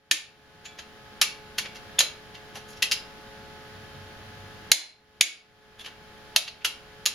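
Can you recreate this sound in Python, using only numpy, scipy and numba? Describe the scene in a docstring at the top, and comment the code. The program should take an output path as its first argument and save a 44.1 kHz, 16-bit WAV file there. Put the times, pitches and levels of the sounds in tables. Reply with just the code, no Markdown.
"""Torque wrench in a small garage

A click-type torque wrench tightens bolts on an open cylinder head: bursts of tiny steel contacts
excite resonances, giving sharp cracks and the knocks and rattles of its socket from bolt to bolt.
Steady tones and shaped noise make the fan behind, with a low drone and a few dull thumps.
An automatic gain control ducks at each loud click and lets the hum swell back."""
import sys
import numpy as np
from scipy import signal
from scipy.fft import rfft, irfft
from scipy.io import wavfile
from scipy.ndimage import uniform_filter1d, minimum_filter1d
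from numba import njit

SR = 44100
rng = np.random.default_rng(int(sys.argv[2]) if len(sys.argv) > 2 else 0)


def master(y):
    """Save y as 16-bit WAV."""
    cut = np.clip(np.atleast_2d(y).T, -1, 1)
    pcm = np.round(cut * 32767)  # scale
    wavfile.write(sys.argv[1], SR, pcm.astype(np.int16))


N = 314874
TIME = np.arange(N) / SR
SIZE = 18432  # samples in one blow or echo response
FREQ = np.maximum(np.fft.rfftfreq(SIZE, 1 / SR), 1)
AGE = np.arange(SIZE) / SR
LEAD_IN = SIZE // 32  # samples before the hit, room for its build-up
# a long ring dies away to nothing by the end of its buffer
FADE = np.minimum(1, 3 * (1 - AGE / AGE[-1])) ** 2


def undb(db):
    """Decibels to gain."""
    return 10 ** (np.asarray(db) / 20)


def read(points, hz):
    """A table of (Hz, value) read on a log-frequency axis."""
    f, value = np.transpose(points)
    return np.interp(np.log(np.maximum(hz, 1)), np.log(f), value)


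def unit(x):
    """Scale to an energy of one."""
    return x / np.sqrt(np.sum(x ** 2, axis=-1, keepdims=True))


def causal(db):
    """The minimum-phase response that has these gains."""
    cepstrum = irfft(db * np.log(10) / 20)
    cepstrum[1:SIZE // 2] *= 2
    cepstrum[SIZE // 2 + 1:] = 0
    return np.exp(rfft(cepstrum))


def resonance(f, hz, width):
    """Response of one mode, gain 1 at its centre."""
    return 1j * f * width / (hz ** 2 - f ** 2 + 1j * f * width)


def mode(hz, t60):
    """A resonance that rings for t60 seconds; steel that is not quite round splits it into a close pair."""
    width = np.log(1000) / np.pi / t60
    lower, upper = resonance(FREQ, hz * .996, width), resonance(FREQ, hz * 1.004, width)
    return (lower + upper) / np.sqrt(2)


def noise(gain):
    """Noise of rms 1 whose spectrum follows gain(Hz)."""
    spectrum = rfft(rng.standard_normal(N))
    x = irfft(spectrum * gain(np.fft.rfftfreq(N, 1 / SR)), N)
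    return x / x.std()


def walk(rate):
    """A slow random wander of spread 1."""
    return noise(lambda f: np.exp(-(f / rate) ** 2))


# the wrench breaking over or snapping back; tilt is per octave, ring levels precede the shared body colour:
# start_s, level_db, rattle_ms, thud_db, tilt_db, first_brief_hz, first_brief_db,
# second_brief_hz, second_brief_db, long_ring_hz, long_ring_db
CLICKS = [(0.1121, 3, 3.85, -3, 0, 1818, 13, 2375, 16.5, 2660, 9.5),
          (4.7179, 14.5, 1.94, 3.5, 1.6, 2150, 12, 4060, 9, 4145, 8.5),
          (5.2105, 10.5, 3.9, -5.5, -0.06, 2215, 21.5, 755, 2.5, 2220, 9.5)]
# relative colour of the wrench steel: pitch_hz, level_db
WRENCH_STEEL = [(90, -25), (300, -18.5), (700, -13), (1300, -17), (1700, -11), (2200, -12.5), (3000, -1.5),
                (4000, -0.5), (5500, -4), (6800, -3.5), (10000, -6.5), (12500, -12.5), (16000, -33.5)]
# short resonances of the click mechanism, levels before modes_db: pitch_hz, width_hz, level_db
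MECHANISM_MODES = [(316, 20, 9), (1770, 570, -1), (2150, 240, 6), (2320, 40, -6), (3180, 190, -9.5),
                   (3950, 78, -5.5), (4720, 140, -7.5), (6000, 180, -2.5), (6640, 140, 4.5), (7250, 48, -7),
                   (10000, 330, -8.5)]
# what all clicks share: a quick build-up, their treble, and the ring times of brief and long modes
CLICK_LEAD_MS, CLICK_TREBLE_DB, CLICK_BRIEF_T60_S, CLICK_RING_T60_S = 0.49, -2.5, 0.03, 0.33


def wrench(modes_db, tube_db):
    """The mechanism snaps: one hard crack with two brief rings, and one mode of the tube standing out."""
    out = np.zeros((5, N))
    ring = ringing(MECHANISM_MODES, modes_db)
    sustain = undb(tube_db) * tube()
    for (s, db, rattle_ms, thud_db, tilt_db, first_hz, first_db,
         second_hz, second_db, long_hz, long_db) in CLICKS:
        first = undb(first_db) * mode(first_hz, CLICK_BRIEF_T60_S)
        second = undb(second_db) * mode(second_hz, CLICK_BRIEF_T60_S)
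        rings = ring + beamed(room_db=-4) * (first + second)
        ping = undb(long_db) * mode(long_hz, CLICK_RING_T60_S)
        crack = blow(WRENCH_STEEL, rings, sustain + ping, CLICK_LEAD_MS, rattle_ms,
                     thud_db, CLICK_TREBLE_DB, tilt_db)
        add(out, crack, s, db)
    return out


# the socket touches a bolt head, then seats on it; tilt is per octave, touch_db is against the seating:
# start_s, level_db, touch_db, seats_after_ms, rattle_ms, tilt_db, treble_db, ring_hz, ring_db,
# engine_clank_hz, engine_clank_db, tube_db
KNOCKS = [(0.654, -33, 0.5, 4.7, 8, -1, 9, 6860, 15, 3360, -13, 12),
          (0.7894, -33.5, -0.5, 1.2, 9.3, -1.5, 9.5, 6540, 4, 4930, -5, -8),
          (1.2142, -11, -1.5, 1.62, 8.6, 2.5, 12, 5480, -5, 1200, 0, 5),
          (1.584, -21.5, 0, 2.1, 3.3, 1.5, 11, 3180, -16, 1470, -2, 3),
          (1.659, -36, 2.5, 0.8, 3, -3, 2, 2300, 5, 1900, -3, -7),
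          (1.7584, -41.5, 1.5, 9.3, 1.6, 0.5, 7, 5740, 3, 2100, 0, -14),
          (1.9887, -22, 4, 1.39, 3.2, -2, -5, 3380, 19, 910, -7, -1),
          (1.9907, -13, -1.5, 0.89, 1.7, 5.5, 11, 6600, 14.5, 810, 4, -11),
          (2.0025, -11, -9, 3.55, 4.1, -0.1, 16.5, 4000, 7, 620, 1, -3),
          (2.353, -39, -6, 0.9, 2, 1, -1, 3000, 5, 2000, 2, 4),
          (2.556, -36.5, 1.5, 12, 12, -4, 24, 5900, 4, 800, 6, -15),
          (2.686, -46.5, -0.5, 17, 22, 5.5, 14, 6600, 6, 1980, -11, -7),
          (2.733, -45.5, -2, 39, 5.3, 5, 2, 5550, 7, 3500, -4, -1),
          (2.8226, -15, -7.5, 2.6, 4.3, 4.5, 5, 2660, 6.5, 1940, 5, -25),
          (2.9136, -16, -6, 5.6, 4.3, 4, 4.5, 5010, 7, 2090, -4.5, -9),
          (5.795, -32.5, -0.5, 13.2, 9.1, -2.2, 20.5, 3420, 13, 1700, -6.5, -8),
          (5.8477, -27.5, -5, 13, 5.1, -1.3, 11, 2920, 5, 1710, -4, -1),
          (5.877, -36.5, -1, 2.1, 6.1, -5, 6, 1720, 1, 1090, 1, -1),
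          (6.3622, -9.5, 5.5, 1, 4, 4.5, 6.5, 3900, 2.5, 640, 12, -5.5),
          (6.4794, -25.5, -0.5, 0.68, 5.7, 2, -3, 4160, 5, 2820, 3, -8),
          (6.617, -39.5, -12, 0.65, 5.8, -2.5, -6, 2620, 14, 1560, -1, -1),
          (6.6448, -10.5, -21, 2.37, 9.1, 1.2, 14, 2850, 6.5, 1450, 3.5, -6),
          (7.0565, -10, -12.5, 4.5, 1.1, 5.5, 6, 6740, 6, 1140, 1, -15),
          (7.069, -21, -5, 1.44, 3, -1, 3, 4000, 11, 1700, -3, -3)]
# relative colour of the socket steel on its bolt: pitch_hz, level_db
SOCKET_STEEL = [(100, -20), (500, -10), (1100, -6), (1800, 3), (3000, 4.5), (4500, 3), (7000, -7.5),
                (11000, -20), (13000, -25.5), (16000, -43.5)]
# short resonances of the socket, levels before modes_db: pitch_hz, width_hz, level_db
SOCKET_MODES = [(2766, 43, 10.5), (2620, 300, -8.5), (3164, 93, 5.5), (3920, 64, -0.5), (4210, 140, -14),
                (4640, 20, -8), (5330, 72, -8), (5370, 110, -3), (6300, 250, -3.5), (10500, 46, -4),
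                (10650, 690, -0.5), (11190, 220, 6.5)]
# a blow softer than FIRM_DB builds up more slowly, with slightly less thud
FIRM_DB, FIRM_LEAD_MS, LEAD_MS_PER_DB, FIRM_THUD_DB, THUD_PER_DB = -17, 0.55, 0.33, 6.5, -0.08
# what all knocks share: the touch is shorter than the seating, and ring and clank are brief
TOUCH_LENGTH_SHARE, KNOCK_RING_T60_S, CLANK_T60_S = 0.53, 0.012, 0.019


def socket(modes_db):
    """A touch and a seating blow; the landing picks one mode and one engine clank, the grip damps the tube."""
    out = np.zeros((5, N))
    ring = ringing(SOCKET_MODES, modes_db)
    sustain = tube()
    for (s, db, touch_db, seat_ms, rattle_ms, tilt_db, treble_db,
         ring_hz, ring_db, clank_hz, clank_db, tube_db) in KNOCKS:
        softness = max(FIRM_DB - db, 0)
        lead_ms = FIRM_LEAD_MS + LEAD_MS_PER_DB * softness
        thud_db = FIRM_THUD_DB + THUD_PER_DB * softness
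        landing = undb(ring_db) * mode(ring_hz, KNOCK_RING_T60_S)
        clank = undb(clank_db) * mode(clank_hz, CLANK_T60_S)
        rings = ring + beamed(room_db=-2) * (landing + clank)
        touch = s, db + touch_db, rattle_ms * TOUCH_LENGTH_SHARE
        seating = s + seat_ms / 1000, db, rattle_ms
        for when, strength_db, length_ms in (touch, seating):
            knock = blow(SOCKET_STEEL, rings, undb(tube_db) * sustain, lead_ms, length_ms,
                         thud_db, treble_db, tilt_db)
            add(out, knock, when, strength_db)
    return out


# modes of the wrench tube, levels before each blow's tube_db: pitch_hz, level_db, t60_s
TUBE_MODES = [(1712, 5, 0.32), (2245, 8, 0.44), (2331, 4, 0.26), (2606, 1, 0.21), (2853, 2, 0.3),
              (3400, 3, 0.26), (3709, -1, 0.22), (4100, -1, 0.38), (4425, -4, 0.4), (4790, 0, 0.29),
              (6080, 0, 0.34), (6720, -5, 0.28), (7009, 1, 0.23), (7300, 0, 0.27)]


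def tube():
    """The long ring of the wrench tube."""
    return sum(undb(db) * mode(hz, t60) for hz, db, t60 in TUBE_MODES)


def ringing(modes, modes_db):
    """The bare crack and the short resonances of the struck part."""
    return 1 + sum(undb(db + modes_db) * resonance(FREQ, hz, width) for hz, width, db in modes)


def beamed(room_db):
    """Gain of a brief ring in each direction: full towards the microphones, weaker into the room."""
    return undb(room_db * (np.arange(5) > 0))[:, None]


def contact(onset, lead_ms, rattle_ms, count=5):
    """Tiny steel contacts build up, hit and die away; one spectrum for each direction of radiation."""
    ms = (AGE - onset) * 1000
    build_up = .5 * np.exp(-abs(ms) / lead_ms)
    decay = np.exp(-(abs(ms) / rattle_ms) ** 1.6)
    force = np.where(ms < 0, build_up, decay)
    burst = rfft(force * rng.standard_normal((count, SIZE)))
    # hard contacts feed all broad bands alike
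    power = uniform_filter1d(uniform_filter1d(abs(burst) ** 2, size=300), size=300)
    return burst / np.sqrt(abs(power) + 1e-12)


TILT_PIVOT_HZ = 3500


def blow(steel, rings, sustain, lead_ms, rattle_ms, thud_db, treble_db, tilt_db=0):
    """Contacts coloured by the steel and its short resonances; the long modes get one clean push."""
    low, high = 1 / (1 + (FREQ / 1300) ** 4), 1 / (1 + (7500 / FREQ) ** 4)
    octaves = np.log2(np.maximum(FREQ / TILT_PIVOT_HZ, 1 / 8))
    body = causal(read(steel, FREQ) + thud_db * low + treble_db * high + tilt_db * octaves)
    burst = contact(LEAD_IN / SR, lead_ms, rattle_ms)
    push = np.exp(-2j * np.pi * FREQ * LEAD_IN / SR)  # a single impulse at the hit
    return unit(irfft(body * (burst * rings + push * sustain)) * FADE)


def add(out, sound, s, db):
    """Place a blow at s seconds; the level is that of its energy spread over 5 ms."""
    start = int(s * SR) - LEAD_IN
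    part = sound[:, :N - start]
    out[:, start:start + part.shape[1]] += part * undb(db) * np.sqrt(.005 * SR)


# side-to-mid balance of the echoes; for the fan air only its shape counts: pitch_hz, side_minus_mid_db
WIDTH = [(60, -11.5), (400, -7.5), (1300, -5), (4400, -2.5)]
# the right microphone hears more of the top treble: pitch_hz, left_minus_right_db
BALANCE = [(300, -1), (2400, -0.2), (4400, 1), (7000, 0), (10000, -5.5), (15000, -5.5)]


def garage(rays):
    """The first ray reaches the microphones directly; the others come back as echoes."""
    ears, centre = np.array([[1], [-1]]), SIZE // 256
    width, balance = undb(read(WIDTH, FREQ)), undb(ears * read(BALANCE, FREQ) / 2)
    out = 0
    for k, ray in enumerate(rays):
        if k == 0:
            # the two ports hear the direct treble slightly out of step
            response = np.exp(1j * ears * 0.12 * (FREQ / 10000) ** 2)
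        else:
            mid, side = echoes(bay_db=-9.5, bay_t60=0.078, room_db=-14.0, gap_s=.002, build_s=0.0036)
            response = mid + ears * width * side
        impulse = np.roll(irfft(response * balance), centre, axis=1) * FADE
        out = out + signal.oaconvolve(ray[None], impulse, axes=1)[:, centre:centre + N]
    return out


# ring time of the garage, before the buffer's fade: pitch_hz, t60_s
GARAGE_RING = [(200, 0.39), (800, 0.43), (2500, 0.31), (6000, 0.29), (12000, 0.19)]


def echoes(bay_db, bay_t60, room_db, gap_s, build_s):
    """Mid and side spectra of one path: quick echoes off bonnet and engine bay, then the garage ring."""
    since = np.maximum(AGE - gap_s, 0)
    # the fourth power leaves a few strong reflections among many weak ones
    scatter = rng.standard_normal((2, SIZE)) * rng.random((2, SIZE)) ** 4
    bay = unit(scatter * (since > 0) * undb(-60 * since / bay_t60))
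    edges, tail = np.geomspace(100, SR / 2, num=9), 0
    white = rfft(rng.standard_normal((2, SIZE)))
    for lo, hi in zip(edges, edges[1:]):
        band = irfft(white * ((FREQ >= lo) & (FREQ < hi)))
        tail = tail + band * undb(-60 * since / read(GARAGE_RING, np.sqrt(lo * hi)))
    room = unit(tail * (1 - np.exp(-since / build_s)))
    return rfft(undb(bay_db) * bay + undb(room_db) * room)


# dull bumps, as of someone leaning on the car; levels before the soft onset: start_s, pitch_hz, level_db
THUMPS = [(0.53, 169, -38.5), (3.896, 109, -45), (3.94, 141, -36)]


def thumps(t60_s, rise_s):
    """Dull, soft bumps: one low mode each, the same in both ears."""
    out = 0
    for s, hz, db in THUMPS:
        age = np.maximum(TIME - s, 0)
        envelope = undb(db - 60 * age / t60_s) * (1 - np.exp(-age / rise_s))
        out = out + envelope * np.sin(2 * np.pi * hz * age)
    return out


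# the drone swells during the long pull and falls away around the click
DRONE_FROM_S, DRONE_TO_S, DRONE_RISE_S, DRONE_FALL_S = 3.74, 4.65, 0.15, .13
DRONE_DB, DRONE_REST_DB = -52.5, -72.5


def drone(hz, width_hz):
    """A narrow, uneven low rumble of filtered noise that rises, holds and falls."""
    corners = [DRONE_FROM_S - DRONE_RISE_S, DRONE_FROM_S, DRONE_TO_S, DRONE_TO_S + DRONE_FALL_S]
    swell = np.interp(TIME, corners, [0, 1, 1, 0])
    rumble = noise(lambda f: abs(resonance(f, hz, width_hz)) ** 2)
    return rumble * undb(DRONE_REST_DB + swell * (DRONE_DB - DRONE_REST_DB))


# fan tones, levels before HUM_DB and flutter: pitch_hz, level_db
HUM = [(214.4, -61), (428.7, -54.5), (548.1, -58.5), (643, -68), (722, -61), (857.4, -55.5), (1072, -68.5),
       (1272, -62.5), (1486, -62), (1630, -64.5), (1708, -61.5), (3122, -67)]
# relative colour of the air of fan and garage: pitch_hz, level_db
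AIR = [(25, -2), (60, 3), (140, 4), (300, -2), (650, -7), (1100, -6.5), (1700, -4), (2400, -9), (3200, -9),
       (5000, -14.5), (7000, -23), (11000, -24.5), (15000, -33)]
AIR_DB, HUM_DB = -48.5, -0.5  # rms of the mid air; trim on the tones


def fan(wander, flutter_db, side_db):
    """Slightly wavering fan tones over a wide rush of air."""
    turns = np.cumsum(1 + wander * walk(3)) / SR  # all tones waver together in pitch
    hum = 0
    for hz, db in HUM:
        level = undb(db + HUM_DB + flutter_db * walk(1.9))
        hum = hum + np.sqrt(2) * level * np.sin(2 * np.pi * (hz * turns + rng.random()))
    mid = noise(lambda f: undb(read(AIR, f)))
    side = noise(lambda f: undb(read(AIR, f) + read(WIDTH, f))) * undb(side_db)
    return hum + undb(AIR_DB + .5 * walk(0.94)) * np.array([mid + side, mid - side])


def scene():
    """Wrench and socket in the garage, over thumps, drone and fan."""
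    steel = wrench(modes_db=0.5, tube_db=-3.5) + socket(modes_db=-2.5)
    bumps = thumps(t60_s=0.17, rise_s=0.0092)
    rumble = drone(hz=97, width_hz=11)
    return garage(steel) + bumps + rumble + fan(wander=0.00091, flutter_db=1.5, side_db=-3.0)


@njit
def gain_control(peak, top, attack_s, release_s):
    """Gain in dB: it drops quickly when the level passes the top and creeps back."""
    gain_db, level, cut = np.empty(len(peak)), 0., 20.  # it starts turned down
    for i in range(len(peak)):
        level += (peak[i] - level) / (attack_s * SR)
        cut = max(cut - cut / (release_s * SR), 20 * np.log10(level / top + 1e-9))
        gain_db[i] = -cut
    return gain_db


# the gain control's threshold and reaction time, the limiter's ceiling, and the top of the band
FULL_DB, DUCK_S, CEILING_DB, TOP_HZ = -11, .0018, -0.73, 16000


def record(dry):
    """Notch out a narrow treble band, ride the gain, limit what slips through and cut the top."""
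    notch = signal.butter(3, [7650, 8850], "bandstop", fs=SR, output="sos")
    x = signal.sosfilt(notch, dry)
    gain_db = gain_control(abs(x).max(axis=0), float(undb(FULL_DB)), attack_s=0.00029, release_s=0.52)
    # the gain lags a little, so the front of a click slips through
    slew = 1 / (DUCK_S * SR)
    lagged_db = gain_db[0] + signal.lfilter([slew], [1, slew - 1], gain_db - gain_db[0])
    x = x * undb(lagged_db)
    limit = np.minimum(1, undb(CEILING_DB) / (abs(x).max(axis=0) + 1e-9))
    x = x * uniform_filter1d(minimum_filter1d(limit, size=21), size=21)
    return signal.sosfilt(signal.ellip(8, .2, 70, TOP_HZ, fs=SR, output="sos"), x)


dry = scene()
out = record(dry)
master(out)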